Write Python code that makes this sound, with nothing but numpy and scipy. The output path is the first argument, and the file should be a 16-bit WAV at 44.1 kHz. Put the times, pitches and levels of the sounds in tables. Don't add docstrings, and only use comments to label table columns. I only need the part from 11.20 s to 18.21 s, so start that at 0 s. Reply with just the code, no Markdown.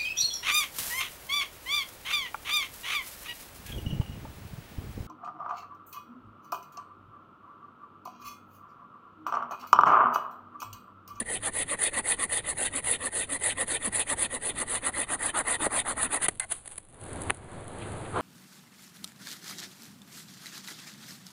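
import sys
import numpy as np
from scipy import signal
from scipy.fft import rfft, irfft, next_fast_len
from scipy.io import wavfile
from scipy.ndimage import uniform_filter1d, map_coordinates

SR = 44100
rng = np.random.default_rng(int(sys.argv[2]) if len(sys.argv) > 2 else 0)


def wrap_up_sound(samples):
    columns = np.atleast_2d(samples).T
    tamed = np.clip(columns, -1, 1)
    steps = np.round(tamed * 32767).astype(np.int16)
    wavfile.write(sys.argv[1], SR, steps)


N = 309141
TIME_S = np.arange(N) / SR
SAW_STOP_S = 5.077


def amp(db):
    return 10 ** (np.asarray(db) / 20)


def unit_rms(x):
    return x / np.sqrt(np.mean(x ** 2) + 1e-20)


def noise():
    return rng.standard_normal(N)


def crackle(rate_hz):
    return unit_rms((rng.random(N) < rate_hz / SR) * noise())


def wobble(rate_hz):
    knots = rng.standard_normal(int(N * rate_hz / SR) + 4)
    return map_coordinates(knots, [np.arange(N) * rate_hz / SR])


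def swell(at_s, attack_s, hold_s, release_s):
    t = TIME_S - at_s
    return amp(-30 * (np.maximum(-t, 0) / attack_s + np.maximum(t - hold_s, 0) / release_s))


def bump(progress, centre, width):
    return np.exp(-((progress - centre) / width) ** 2)


def colour(points):
    f, db = np.transpose(points)
    return lambda hz: amp(np.interp(np.log(hz + 1), np.log(np.sort(f)), db))


def body(modes):
    return lambda f: sum((-1) ** k * amp(db) * 1j * f * width / (f0 * f0 - f * f + 1j * f * width)
                         for k, (f0, width, db) in enumerate(modes))


def filtered(x, response):
    size = next_fast_len(len(x) + 8192)
    return irfft(rfft(x, size) * response(np.fft.rfftfreq(size, 1 / SR)), size)[:len(x)]


def through(force, response):
    power = np.mean(np.abs(response(np.linspace(0, SR / 2, 4096))) ** 2)
    return filtered(force, response) / np.sqrt(power)


def gliding(force, modes, pitch_ratio):
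    ring = through(force, body(modes))
    return unit_rms(map_coordinates(ring, [np.cumsum(pitch_ratio)], order=1, mode="wrap"))


def patchy(x, depth_db):
    spectra = signal.stft(x, nperseg=512)[2]
    field = uniform_filter1d(rng.standard_normal(spectra.shape), size=4, axis=0)
    field = unit_rms(uniform_filter1d(field, size=5, axis=1))
    return unit_rms(signal.istft(spectra * amp(depth_db * field), nperseg=512)[1][:N])


# f/Hz, density/dB
AIR_SPECTRUM = [(15, -3.5), (35, -4), (70, -2.5), (100, -2), (160, -7), (400, -11.5), (1500, -27),
                (10000, -34)]
# f/Hz, density/dB
DEEP_SPECTRUM = [(15, 5.5), (35, -2.5), (70, -5.5), (110, -3.5), (220, -21), (2000, -64)]


def background(air_db=-62, rumble_db=-50.5, sway_db=2.5, deep_db=-57):
    sway = unit_rms(amp(sway_db * wobble(14)))
    sawing = swell(0, attack_s=.1, hold_s=SAW_STOP_S, release_s=.31) * sway
    air = through((amp(air_db) + amp(rumble_db) * sawing) * noise(), colour(AIR_SPECTRUM))
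    return air + amp(deep_db) * through(noise(), colour(DEEP_SPECTRUM))


# start t/s, level/dB
CUT_STROKES = [(0.039, -32), (0.31, -29), (0.565, -26.5), (0.819, -26.5), (1.071, -27), (1.346, -28),
               (1.616, -27), (1.9, -28.5), (2.187, -27.5), (2.454, -26.5), (2.702, -26.5), (2.953, -26.5),
               (3.193, -31), (3.452, -29), (3.715, -29), (3.975, -28.5), (4.232, -27.5), (4.488, -26.5),
               (4.748, -29), (4.997, -26.5)]
# start t/s, level/dB
RETURN_STROKES = [(-0.07, -28.5), (0.202, -26), (0.456, -26.5), (0.709, -23.5), (0.964, -24.5), (1.22, -28),
                  (1.502, -27), (1.782, -26), (2.066, -28), (2.347, -26.5), (2.59, -27), (2.848, -25),
                  (3.08, -30.5), (3.334, -28), (3.604, -27.5), (3.862, -29), (4.125, -26.5), (4.381, -26),
                  (4.634, -29.5), (4.887, -26.5)]


def stroke_motion():
    strokes = [(s, db, True) for s, db in CUT_STROKES] + [(s, db, False) for s, db in RETURN_STROKES]
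    starts_s, level_db, is_cut = np.transpose(sorted(strokes))
    travel = np.interp(TIME_S, np.append(starts_s, SAW_STOP_S), np.arange(len(strokes) + 1))
    stroke = np.minimum(travel.astype(int), len(strokes) - 1)
    return stroke, is_cut[stroke] > 0, level_db[stroke], travel - stroke, TIME_S - starts_s[stroke]


def looseness(before=.1, after=.99, middle_s=3.63, pace_s=.39):
    giving = .5 + .5 * np.tanh((TIME_S - middle_s) / (2 * pace_s))
    return before + (after - before) * giving


def grip_db(progress, slack_db, attack, release, rise_power, fall_power, stop_db=31.5):
    rising = np.maximum(1 - progress / attack, 0)
    falling = np.maximum(1 - (1 - progress) / release, 0)
    return -slack_db * rising ** rise_power - stop_db * falling ** fall_power


def tooth_force(speed, chip_decay_s=.0009):
    teeth_hz = 480 * (.3 + speed) * np.exp(.25 * wobble(400))
    passed = np.floor(np.cumsum(teeth_hz) / SR)
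    bites = np.diff(passed, prepend=0) * amp(2.2 * np.clip(noise(), -2, 2))
    tearing = signal.lfilter([1], [1, -np.exp(-1 / (chip_decay_s * SR))], bites)
    return patchy(noise() * (unit_rms(tearing) + .85), depth_db=2.6)


# f/Hz, width/Hz, level/dB
RASP_MODES = [(2480, 260, 1), (3070, 93, 6), (3576, 310, 1), (3940, 88, -4)]


def kerf_rasp(force, cutting, progress, loose):
    digging = cutting * bump(progress, centre=.76 + .032 * loose, width=.12) * amp(-9.5 - 4.1 * loose)
    grazing = ~cutting * bump(progress, centre=.33, width=.16) * amp(-21 + 3.2 * loose)
    return through(force * (digging + grazing), body(RASP_MODES))


# f/Hz, width/Hz, level/dB
BLADE_MODES = [(1835, 201, 13.5), (1970, 221, 14.5)]


def blade_ring(force, stroke, cutting, progress, loose):
    flex = 1 + .013 * rng.standard_normal(stroke.max() + 1)[stroke] + .012 * wobble(22)
    drawn = np.where(cutting, progress - .5, .5 - progress)
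    level_db = np.where(cutting, -10 + 2.5 * loose, -9.5 - 1.5 * loose)
    damping_db = 4 * bump(progress, centre=.56, width=.13) + 3.5 * drawn
    return amp(level_db - damping_db) * gliding(force, BLADE_MODES, flex)


# f/Hz, width/Hz, level/dB
LIMB_CUT_MODES = [(249, 130, -11.5), (510, 143, 0.5), (670, 66, -0.5), (785, 154, -3), (1560, 33, -2)]
# f/Hz, width/Hz, level/dB
LIMB_RETURN_MODES = [(277, 32, 2.5), (568, 69, 3.5), (777, 56, -1), (1140, 160, 0)]
# f/Hz, width/Hz, level/dB
LIMB_LOOSE_MODES = [(279, 62, 0), (580, 87, -3), (764, 120, 1.5), (1087, 105, 2.5), (1304, 99, 0.5),
                    (1604, 134, -4)]


def limb_notes(force, cutting, progress, loose):
    returning = ~cutting
    bend = np.exp(.055 * wobble(16))
    late_sink = np.exp(-1.7 * np.maximum(progress - .72, 0))
    steady_sink = np.exp(-.35 * (progress - .57))
    cut = gliding(force, LIMB_CUT_MODES, bend)
    skate = gliding(force, LIMB_RETURN_MODES, bend * late_sink)
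    hollow = gliding(force, LIMB_LOOSE_MODES, bend * steady_sink)
    notes = np.sqrt(1 - loose) * (cutting * cut + returning * skate) + np.sqrt(loose) * hollow
    level_db = np.where(cutting, -13.5, -10.5) + 7 * loose
    leaning_db = 8 * returning * (1 - loose) * (progress - .62)
    return amp(level_db + leaning_db) * notes


# f/Hz, density/dB
CHIP_SPECTRUM = [(200, -63), (1200, -32), (2400, -10), (3500, -11.5), (4500, -10), (6500, -7), (8000, -4),
                 (9200, 1.5), (10300, 2.5), (12000, -6)]


def saw(catch_db=3.5):
    stroke, cutting, level_db, progress, since_turn_s = stroke_motion()
    loose = looseness()
    speed = np.abs(np.sin(np.pi * progress ** 1.25))
    force = tooth_force(speed)
    catch_s = .025 - .0078 * loose
    sliding = uniform_filter1d(1. * (since_turn_s < catch_s), size=100)
    strength = amp(level_db - catch_db * sliding) * (TIME_S < SAW_STOP_S)
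    cut_db = grip_db(progress, slack_db=20, attack=.54, release=.36, rise_power=2.2, fall_power=2.75)
    return_db = grip_db(progress, slack_db=21, attack=.74 * (1 - .4 * loose), release=.43,
                        rise_power=1.27, fall_power=2.65)
    drive = amp(np.where(cutting, cut_db, return_db) + 1.33 * wobble(70))
    chips = through(force * strength * drive * amp(.64), colour(CHIP_SPECTRUM))
    rasp = kerf_rasp(force * strength, cutting, progress, loose)
    shake = strength * drive ** .5 * np.tanh(3 * speed + .26)
    blade = blade_ring(force, stroke, cutting, progress, loose)
    limb = limb_notes(force, cutting, progress, loose)
    return chips + rasp + shake * (blade + limb)


def blows(rows, rise_s=.00084):
    force = np.zeros(N + SR)
    t = np.arange(SR // 8) / SR
    for at_s, db, t60_s in rows:
        burst = rng.standard_normal(len(t)) * amp(-60 * t / t60_s) * (1 - np.exp(-t / rise_s))
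        force[round(at_s * SR):][:len(t)] += amp(db) * (3.1 * (t == 0) + burst)
    return force[:N]


# t/s, thud/dB, clack/dB
TOOTH_SNAGS = [(0.540, -31.5, -29.5), (0.793, -41, -30), (2.923, -31, -50), (4.461, -18.5, -34)]
# t/s, crack/dB, thud/dB, clack/dB, t60/s
SNAPS_AND_CLICKS = [(5.042, -17, -30, -31, 0.015), (5.084, -9, -18, -17.5, 0.024),
                    (5.198, -10.5, -50, -25, 0.014), (6.098, -30, -22, -15.5, 0.018),
                    (6.105, -10, -20, -5, 0.0025)]
# t/s, level/dB
LIGHT_TICKS = [(5.459, -35), (5.477, -23.5), (5.579, -34), (5.581, -20), (5.931, -28), (5.959, -31),
               (6.019, -22), (6.146, -32), (6.171, -36), (6.317, -38), (6.480, -32)]
# f/Hz, width/Hz, level/dB
THUD_MODES = [(187, 166, 0), (310, 390, 0), (570, 380, 0)]
# f/Hz, width/Hz, level/dB
CLACK_MODES = [(830, 280, -4.5), (1450, 700, 1), (1860, 510, 3.5), (2530, 650, -3.5)]


def knocks(snag_t60_s=.049, tick_t60_s=.013):
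    ticks = blows((s, db, tick_t60_s) for s, db in LIGHT_TICKS)
    crack = blows((s, db, t60) for s, db, _, _, t60 in SNAPS_AND_CLICKS)
    thud = blows([(s, db, t60) for s, _, db, _, t60 in SNAPS_AND_CLICKS]
                 + [(s, db, snag_t60_s) for s, db, _ in TOOTH_SNAGS])
    clack = blows([(s, db, t60) for s, _, _, db, t60 in SNAPS_AND_CLICKS]
                  + [(s, db, snag_t60_s) for s, _, db in TOOTH_SNAGS])
    return (through(crack + ticks, colour(CHIP_SPECTRUM))
            + amp(-.5) * through(thud + amp(-16) * ticks, body(THUD_MODES))
            + amp(-1) * through(clack + amp(-17) * ticks, body(CLACK_MODES)))


# t/s, attack/s, hold/s, release/s, level/dB
LEAF_STIRS = [(5.085, .03, 0.022, .3, -42), (5.461, 0.057, 0.091, 0.17, -36.5),
              (5.837, 0.19, 0.27, 0.11, -39.5), (6.61, 0.56, 0.28, 1, -43.5)]
# f/Hz, density/dB
LEAF_SPECTRUM = [(200, -21), (800, -8), (2500, -14), (4500, -15.5), (7000, -10.5), (9500, -2.5),
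                 (12000, 3.5)]


def leaves(landing_s=5.323, floor_db=-55):
    crush = amp(-13) * swell(landing_s, attack_s=.034, hold_s=.0015, release_s=.014)
    settle = amp(-30.5) * swell(landing_s, attack_s=.03, hold_s=.03, release_s=.14)
    crunch = (crush + settle) * unit_rms(noise() + crackle(rate_hz=7000))
    grains = .42 * noise() + .62 * crackle(rate_hz=600) + .62 * crackle(rate_hz=80)
    stirring = amp(floor_db) + sum(amp(db) * swell(*timing) for *timing, db in LEAF_STIRS)
    rustle = stirring * amp(1.3 * wobble(88)) * grains
    return through(crunch + rustle, colour(LEAF_SPECTRUM))


# f/Hz, width/Hz, level/dB
JAR_MODES = [(650, 54, -4), (845, 110, -8), (1090, 53, -8), (1520, 51, -0.5), (1810, 130, -6),
             (2070, 89, 1.5), (3450, 58, -25), (4200, 83, -14)]


def blade_chatter(at_s=5.2):
    jolt = amp(7.5) * swell(at_s, attack_s=.0022, hold_s=0, release_s=.016)
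    buzz = swell(at_s, attack_s=.0027, hold_s=.047, release_s=.012)
    force = amp(-41) * (jolt + buzz) * crackle(rate_hz=4700)
    return through(force, body(JAR_MODES)) + amp(1) * through(force, colour(CHIP_SPECTRUM))


# t/s, level/dB
WIND_LEVELS = [(5.6, -66), (5.704, -65), (5.74, -56.5), (5.888, -44), (6.04, -40), (6.11, -39),
               (6.13, -50.5), (6.258, -50.5), (6.348, -45), (6.446, -46), (6.68, -40.5), (7.0, -42)]
# f/Hz, density/dB
BUFFET_SPECTRUM = [(20, -26), (60, -6.5), (100, 3.5), (150, -3.5), (220, -6), (400, -10.5), (900, -43),
                   (3000, -79)]
# f/Hz, width/Hz, level/dB
DRONE_MODES = [(96.1, 2.4, 0)]
# f/Hz, density/dB
RUSH_SPECTRUM = [(100, -22), (350, 0), (700, -1.5), (1300, -8), (2000, -13.5), (2800, -20.5), (4500, -22.5),
                 (11000, -21.5)]
# f/Hz, width/Hz, level/dB
WHOOSH_MODES = [(413, 230, -3), (940, 336, 0.5), (1190, 380, 1), (1630, 290, -12)]


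def wind(calm_db=-67, whoosh_s=6.965, whoosh_db=-27.5):
    level_db = np.interp(TIME_S, *np.transpose(WIND_LEVELS), left=calm_db)
    lumps_db = 1.1 * wobble(25)
    buffet = through(amp(level_db + lumps_db) * noise(), colour(BUFFET_SPECTRUM))
    rumble = through(amp(level_db - 8.5) * noise(), colour(DEEP_SPECTRUM))
    drone = amp(level_db - 6.5) * gliding(noise(), DRONE_MODES, 1 + .0076 * wobble(3))
    rush = through(amp(level_db + .5 + .5 * lumps_db) * noise(), colour(RUSH_SPECTRUM))
    peak = amp(whoosh_db) * swell(whoosh_s, attack_s=.063, hold_s=.1, release_s=.1)
    whoosh = through(peak * noise(), body(WHOOSH_MODES))
    return buffet + rumble + drone + rush + whoosh


# t/s, level/dB
LITTER_SCUFFS = [(6.62, -46), (6.85, -52.5)]
# f/Hz, width/Hz, level/dB
SCUFF_MODES = [(1700, 830, -1), (3200, 1400, -2)]


def scuffs():
    drag = sum(amp(db) * swell(s, attack_s=.054, hold_s=.015, release_s=.062) for s, db in LITTER_SCUFFS)
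    return through(drag * crackle(rate_hz=2100), body(SCUFF_MODES))


def scene():
    return (background() + saw() + knocks() + leaves() + blade_chatter() + wind() + scuffs())[None]


# f/Hz, gain/dB
MIC_RESPONSE = [(20, -0.5), (2000, -1), (3500, -0.5), (4400, -3.5), (5000, -15.5), (5350, -22.5),
                (5520, -68), (5700, -23.5), (6100, -11.5), (7000, -7.5), (8500, -0.5), (10300, 1),
                (10750, -7), (11050, -33), (11800, -63)]
BAND_LIMIT_HZ = 11850


def record(dry):
    return filtered(dry[0], lambda hz: colour(MIC_RESPONSE)(hz) * (hz < BAND_LIMIT_HZ))[None]


dry = scene()
out = record(dry)
wrap_up_sound(out)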